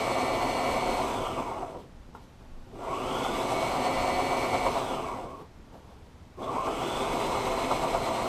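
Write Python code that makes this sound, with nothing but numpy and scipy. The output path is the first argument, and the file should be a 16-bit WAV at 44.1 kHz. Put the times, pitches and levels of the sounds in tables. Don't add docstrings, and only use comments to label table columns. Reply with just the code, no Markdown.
import sys
import numpy as np
from scipy import signal
from scipy.io import wavfile
from scipy.ndimage import uniform_filter1d

SR = 44100
rng = np.random.default_rng(int(sys.argv[2]) if len(sys.argv) > 2 else 0)


def how_loud(loudness_db):
    steps = np.asarray(loudness_db, float) / 20
    return 10 ** steps


def file_out(sig):
    cols = np.atleast_2d(sig).T
    lim = np.clip(cols, -1, 1)
    pcm = np.round(lim * 32767).astype(np.int16)
    wavfile.write(sys.argv[1], SR, pcm)


N = 365129
T = np.arange(N) / SR

# time in seconds, speed in turns per second.
SHAFT = [
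    [(0, 181), (.55, 182.2), (1.02, 179.5), (1.2, 144), (1.33, 127), (1.45, 97), (1.6, 80), (1.8, 40),
     (1.92, 5)],
    [(2.68, 5), (2.9, 103), (3.13, 137), (3.29, 146), (3.5, 175), (3.8, 182), (4.73, 181), (5.1, 97),
     (5.53, 5)],
    [(6.35, 5), (6.53, 90), (6.68, 122), (6.86, 142), (7.03, 149), (7.14, 165), (7.3, 170.5), (7.6, 172),
     (7.9, 174)],
]
FULL_TURNS_PER_S, REST_TURNS_PER_S = 180, 5


def evened(x):
    return x / np.sqrt(np.mean(x ** 2) + 1e-20)


def curve(rows, column=1):
    rows = np.vstack(rows)
    return np.interp(T, rows[:, 0], rows[:, column])


def colour(x, points, modes=()):
    hz = abs(np.fft.fftfreq(16384, 1 / SR))
    f, db = np.transpose(points)
    gain = how_loud(np.interp(np.log(hz + 1), np.log(f + 1), db, left=-70, right=-70))
    for centre_hz, width, lift_db in modes:
        gain = gain * (1 + (how_loud(lift_db) - 1) / (1 + (2 * (hz - centre_hz) / width) ** 2))
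    log_gain = np.log(uniform_filter1d(gain, size=3))
    minimum_phase = -signal.hilbert(log_gain).imag
    taps = np.fft.ifft(np.exp(log_gain + 1j * minimum_phase)).real[:8192]
    return evened(signal.oaconvolve(x, taps)[:N])


def wander(hz):
    steps = rng.standard_normal(N // 64 + 1002)
    lowpass = signal.butter(2, hz * 128 / SR, output="sos")
    smooth = signal.sosfiltfilt(lowpass, steps)[500:-500]
    return np.interp(np.arange(N) / 64, np.arange(len(smooth)), evened(smooth))


def rattle(per_s, spread_db, share):
    share = np.clip(share, 0, 1)
    sizes = how_loud(spread_db * np.minimum(rng.exponential(1, N), 5)) * rng.choice([-1., 1.], N)
    impacts = evened(sizes * (rng.random(N) < per_s / SR))
    return np.sqrt(1 - share) * rng.standard_normal(N) + np.sqrt(share) * impacts


def fuzzy(hz, width):
    lowpass = signal.butter(2, width / 2, fs=SR, output="sos")
    slow = signal.sosfilt(lowpass, rng.standard_normal((2, N)).T @ [1, 1j])
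    carrier = np.exp(2j * np.pi * np.cumsum(hz * np.ones(N)) / SR)
    return evened((carrier * slow).real)


def swells(rows, column):
    gain = np.zeros(N)
    for row in rows:
        u = T - row[0]
        span_s = np.maximum(np.where(u < 0, row[-2], row[-1]), .005)
        gain += how_loud(row[column] - 20 * abs(u) / span_s)
    return gain


def blows(rows, rise, fall, depth):
    db = np.zeros(N)
    for s, lift_db in rows:
        part = slice(max(round((s - .06) * SR), 0), round((s + .15) * SR))
        u = T[part] - s
        db[part] += depth * lift_db * np.exp(-.5 * (u / np.where(u < 0, rise, fall)) ** 2)
    return how_loud(db - uniform_filter1d(db, size=8000))


def labour():
    change = abs(np.gradient(uniform_filter1d(curve(SHAFT), size=4000))) * SR
    return np.clip(change / 60, 0, 1)


def powered():
    return uniform_filter1d(1. * (np.gradient(curve(SHAFT)) > 0), size=4000)


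def rotor_beat():
    return 1 + 0.13 * np.cos(2 * np.pi * np.cumsum(curve(SHAFT)) / SR)


def tones(orders, levels_db, waver, jitter, band_hz):
    turns = np.cumsum(curve(SHAFT)) / SR
    out = np.zeros(N)
    for order, db in zip(orders, levels_db):
        swell = how_loud(db + waver * wander(21.0))
        out += swell * np.cos(2 * np.pi * order * turns + jitter * wander(19.3))
    sing_db = 2.4 * np.clip((curve(SHAFT) - 177) / 4, -1.5, 1)
    return out * np.sqrt(4 * band_hz / SR) * how_loud(-10 * labour() + sing_db)


def loudness(full_db, octave_db, jolt_share, pull_db):
    # time in seconds, extra jolt in dB.
    presses = [
        (2.7, 2.5),
        (6.37, 10),
    ]
    jolt_fall_s, wake_turns_per_s = 0.075, 35
    speed = curve(SHAFT)
    jolt_db = sum(db * np.exp(-np.maximum(T - s, 0) / jolt_fall_s) * (T > s) for s, db in presses)
    pulling = powered() * np.exp(-((speed - 145.6) / 24) ** 2)
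    awake = np.clip((speed - REST_TURNS_PER_S) / wake_turns_per_s, 0, 1) ** 1.2
    speed_db = octave_db * np.log2(speed / FULL_TURNS_PER_S)
    return awake * how_loud(full_db + speed_db + jolt_share * jolt_db + pull_db * pulling)


def stitches(lag, mean_db, column):
    # time in seconds, extra clack in dB, extra thump in dB.
    snags = [(.005, 1.5, 1), (.406, 1, 1), (.69, 2, 3), (1.269, 6, -15), (1.395, 10, 7), (1.516, 2, 0),
             (1.628, 10, 2), (1.756, 12, 2), (2.776, -8, -1), (2.914, 0, 4), (3.257, 6, -8), (3.513, 1, 0),
             (4.197, 4.5, 0), (4.338, 3.5, -2), (4.544, 6, 7), (4.671, 6.5, 2), (4.767, 7, 4),
             (5.089, 6.5, -5), (5.191, 4, -2), (5.423, 7, 3), (6.424, 10, -2), (6.569, 5, 0),
             (6.685, 8.5, 7), (7.718, 6.5, 2), (7.95, 9, 2)]
    needle_down_s, turns_per_stitch = (.571, 4.014, 7.754), 20.7
    turns = np.cumsum(curve(SHAFT)) / SR
    run = np.searchsorted([table[0][0] for table in SHAFT[1:]], T)
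    stitch = (turns - np.interp(needle_down_s, T, turns)[run]) / turns_per_stitch - lag
    at = T[1:][(np.diff(np.floor(stitch)) == 1) & (np.diff(run) == 0)]
    sizes = mean_db + 1.5 * rng.standard_normal(80)
    return [*zip(at, sizes), *((row[0], row[column]) for row in snags)]


def table_top():
    # frequency in Hz, level in dB.
    top_colour = [(38, -45), (65, -12.5), (86, -9.5), (129, -2.5), (172, -11), (242, -0.5), (314, -4.5),
                  (361, 3), (437, -3), (520, -2), (680, -29), (1140, -120)]
    drone = tones((.5, 1.39, 2), (-6.5, -9, -18), waver=0.73, jitter=0.89, band_hz=286)
    thumps = blows(stitches(lag=0, mean_db=2.5, column=2), rise=.018, fall=.018, depth=.8)
    gain = loudness(full_db=-35.5, octave_db=5.5, jolt_share=1.85, pull_db=1.8)
    return colour(rattle(400, 4.3, 0.17) + drone, top_colour) * gain * thumps


def cast_body(clacks):
    # frequency in Hz, level in dB.
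    cast_colour = [(400, -12), (520, -6), (800, 0.5), (1200, -9), (1400, -14.5), (1650, -24.5), (2000, -85)]
    # frequency in Hz, width in Hz, lift in dB.
    cast_modes = [(651, 5, 9.5), (714, 100, 2), (809, 87, -4.5), (964, 8, 10.5), (1052, 26, 3),
                  (1176, 33, 6), (1360, 25, 5.5)]
    bright_turns_per_s, dull_hz = 80, 780
    speed = curve(SHAFT)
    pulley = how_loud(-19 + 1.46 * labour()) * fuzzy(speed * 10, 71)
    gear_tones = tones((3, 3.9, 4, 6), (-13, -21.5, -15, -19), waver=2.6, jitter=.7, band_hz=2500)
    body = colour(rotor_beat() * rattle(1500, 2.6, .5) + pulley + gear_tones, cast_colour, cast_modes)
    body *= loudness(full_db=-30.5, octave_db=7, jolt_share=2.04, pull_db=.6) * clacks
    dull = signal.sosfilt(signal.butter(2, dull_hz, fs=SR, output="sos"), body)
    return dull + (body - dull) * np.clip(speed / bright_turns_per_s, 0, 1)


def motor_whirr(clacks):
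    # frequency in Hz, level in dB.
    motor_colour = [(1300, -8.5), (1700, -6), (2200, 1), (3000, -5.5), (4400, -8), (5000, -7.5),
                    (7000, -12), (8500, -8.5), (9000, -14.5), (12000, -17), (15000, -21)]
    # frequency in Hz, width in Hz, lift in dB.
    motor_modes = [(2014, 18, 7.2), (2160, 130, 0.95), (2243, 33, 7.4), (2550, 92, 4.3), (2868, 125, 5.6),
                   (3104, 160, 5.2), (3440, 154, 6.1), (4030, 83, 3.9), (6220, 160, 5.9), (7560, 150, 3.1),
                   (8030, 500, 3.2)]
    speed = curve(SHAFT)
    strain_db = 3 + (7 + 2 * powered()) * np.exp(-((speed - 136) / 24) ** 2) + 2 * wander(8)
    chatter = how_loud(-15) * fuzzy(speed * 22.6, 520)
    chatter += how_loud(-23 + strain_db) * fuzzy(speed * 24, 260)
    whine = tones((10, 11, 11.4, 12, 12.6, 13, 15.4, 23.2, 24),
                  (-19.5, -17.5, -20, -17.5, -14, -28, -22, -41, -10), waver=1.6, jitter=.38, band_hz=11000)
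    whirr = colour(rotor_beat() * rattle(3000, 2.5, .25) + chatter + whine, motor_colour, motor_modes)
    whirr *= how_loud(0.75 * wander(18.0))
    return whirr * loudness(full_db=-40, octave_db=11, jolt_share=2.16, pull_db=2.5) * clacks ** 0.26


def machine():
    clacks = blows(stitches(lag=0.705, mean_db=3, column=1), rise=0.01, fall=0.011, depth=0.7)
    return table_top() + cast_body(clacks) + motor_whirr(clacks)


def shake():
    # frequency in Hz, level in dB.
    floor_colour = [(9, -37), (18, 6.5), (33, 7.5), (50, -3), (68, -10), (95, -37)]
    level_db = -54.5 + 7 * curve(SHAFT) / FULL_TURNS_PER_S + 3.5 * wander(6.)
    return colour(rng.standard_normal(N), floor_colour) * how_loud(level_db)


def workshop():
    # frequency in Hz, level in dB.
    air_colour = [(35, -49), (60, -2), (228, -13.5), (388, -18.5), (1020, -24.5), (1620, -30),
                  (5120, -38.5), (9100, -45.5), (10700, -49), (13500, -49), (14800, -66)]
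    hum = how_loud(-66.5) * fuzzy(242, 15)
    return hum + how_loud(-51.5) * colour(rng.standard_normal(N), air_colour)


def belt():
    # time in seconds, level in dB, rise in seconds, fall in seconds.
    judders = [
        (1.226, -38, .1, 0.089),
        (1.54, -36, 0.28, 0.19),
        (2.928, -25, 0.068, 0.074),
        (3.128, -33, .05, 0.22),
        (5.04, -32, 0.013, 0.24),
        (5.298, -37, 0.033, 0.15),
        (6.486, -46, 0.06, .2),
        (6.604, -28.5, 0.27, 0.19),
    ]
    # time in seconds, rise in dB.
    catches = [(1.62, -8), (1.745, 1), (2.776, 1), (2.93, -3), (6.385, 6), (6.432, 14), (6.48, 16.5),
               (6.562, 11), (6.583, -2), (6.612, 10), (6.68, -2)]
    turning = np.clip(curve(SHAFT) / 8 - 1.6, 0, 1)
    ring = how_loud(-6.5) * fuzzy(1085, 82) * swells(judders, column=1) * turning
    ring *= blows(catches, rise=0.0033, fall=0.016, depth=1.0)
    squeak_s, squeak_db, squeak_hz, length_s = 6.424, -52.5, 3480, .07
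    u = np.maximum(T - squeak_s, 0) / length_s
    squeak = how_loud(squeak_db) * fuzzy(squeak_hz, 340) * np.minimum(u * 10, 1) * np.exp(-u ** 2)
    return ring + squeak


def hands():
    # time in seconds, dull scuff in dB, bright slide in dB, rise in seconds, fall in seconds.
    moves = [
        (1.8, -48, -70, 0.055, .13),
        (2.152, -44, -70, 0.02, 0.072),
        (2.23, -60, -73, .08, 0.11),
        (2.4, -58, -80, 0.083, .5),
        (2.77, -51, -77, 0.3, .05),
        (5.416, -42, -69, 0.13, 0.055),
        (5.742, -45, -73, 0.055, 0.15),
        (5.918, -49, -75, 0.16, .1),
        (6.05, -58, -81, 0.088, 0.46),
        (6.4, -49, -71, .045, 0.037),
    ]
    # time in seconds, peak in dB, frequency in Hz.
    taps = [(1.961, -61, 323), (2.088, -48, 330), (2.149, -32.5, 928), (2.423, -47, 570), (2.667, -47, 350),
            (5.595, -45.5, 328), (5.676, -42, 467), (5.716, -55, 371), (5.753, -39, 470), (5.961, -49, 315),
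            (6.071, -49, 390)]
    # frequency in Hz, level in dB.
    scuff_colour = [(88, -46), (150, 0), (225, 9.5), (299, -0.5), (475, 5), (586, -3), (930, 3),
                    (1720, -19), (14800, -54)]
    # frequency in Hz, level in dB.
    slide_colour = [(1500, -19), (3000, 1), (7000, -11), (13000, -12), (15500, -27)]
    out = how_loud(-4.0) * colour(rattle(550, 1.9, 0.24), scuff_colour) * swells(moves, column=1)
    out += how_loud(6.5) * colour(rattle(2000, 2., .2), slide_colour) * swells(moves, column=2)
    t = np.arange(3000) / SR
    envelope = how_loud(-60 * t / .06) * np.minimum(t / .002, 1)
    for (s, db, hz), spread in zip(taps, rng.uniform(0.55, 1.5, (len(taps), 4))):
        ring = sum(np.sin(2 * np.pi * hz * f * t) for f in (1, *spread)) / 2.8
        out[round(s * SR):][:len(t)] += how_loud(db) * envelope * ring
    return out


def stall():
    # time in seconds, level in dB, rise in seconds, fall in seconds.
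    buzzes = [
        (2.5, -62, .25, 0.35),
        (2.8, -49, 0.24, 0.17),
        (6.4, -52, 0.054, .15),
    ]
    buzz = np.zeros(N)
    for k, db in enumerate((-1.5, 3.5, -3)):
        buzz += how_loud(db) * np.sin(2 * np.pi * (k + 1) * 120 * T)
    return buzz * swells(buzzes, column=1)


def scene():
    near = machine() + belt() + hands() + stall()
    t = np.arange(12000) / SR
    tail = rng.standard_normal(len(t)) * how_loud(-60 * t / 0.25) * (t > .006)
    mono = near + how_loud(-10.5) * signal.oaconvolve(near, tail / np.linalg.norm(tail))[:N]
    mono += shake() + workshop()
    return np.array([mono, mono])


def low_pass(x):
    return signal.sosfilt(signal.butter(12, 14920, fs=SR, output="sos"), x)


def record(dry):
    # frequency in Hz, factor on the neighbouring level.
    dropouts = [(3000, 0.21), (8600, 0.55), (9600, .8), (12000, 0.67), (13800, 1.2), (15000, 1)]
    # frequency in Hz, level in dB against their sum.
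    channel_smear = [(60, -33), (150, -29), (370, -31), (930, -31), (2310, -27), (5750, -24), (14300, -23)]
    hz, t, z = signal.stft(dry[0], SR, nperseg=2048)
    luck = rng.random((len(hz) // 16 + 1, len(t), 2)).repeat(16, 0)[:len(hz)]
    around = np.sqrt(uniform_filter1d(abs(z) ** 2, size=48, axis=0))
    factor = np.interp(hz, *np.transpose(dropouts), left=0)[:, None]
    kept = abs(z) > around * factor * 2 * luck[..., 0]
    top_lost = np.interp(t, T, wander(6.)) < -.1
    kept &= ~((hz > 14200)[:, None] & top_lost)
    smear = how_loud(np.interp(hz, *np.transpose(channel_smear)) + 6 + hz / 6000)[:, None]
    smear = smear * (luck[..., 1] < .35) * np.exp(2j * np.pi * rng.random(z.shape))
    sides = z * kept * np.array([1 + smear, 1 - smear])
    both = signal.istft(sides, SR, nperseg=2048)[1][:, :N]
    return low_pass(both)


dry = scene()
out = record(dry)
file_out(out)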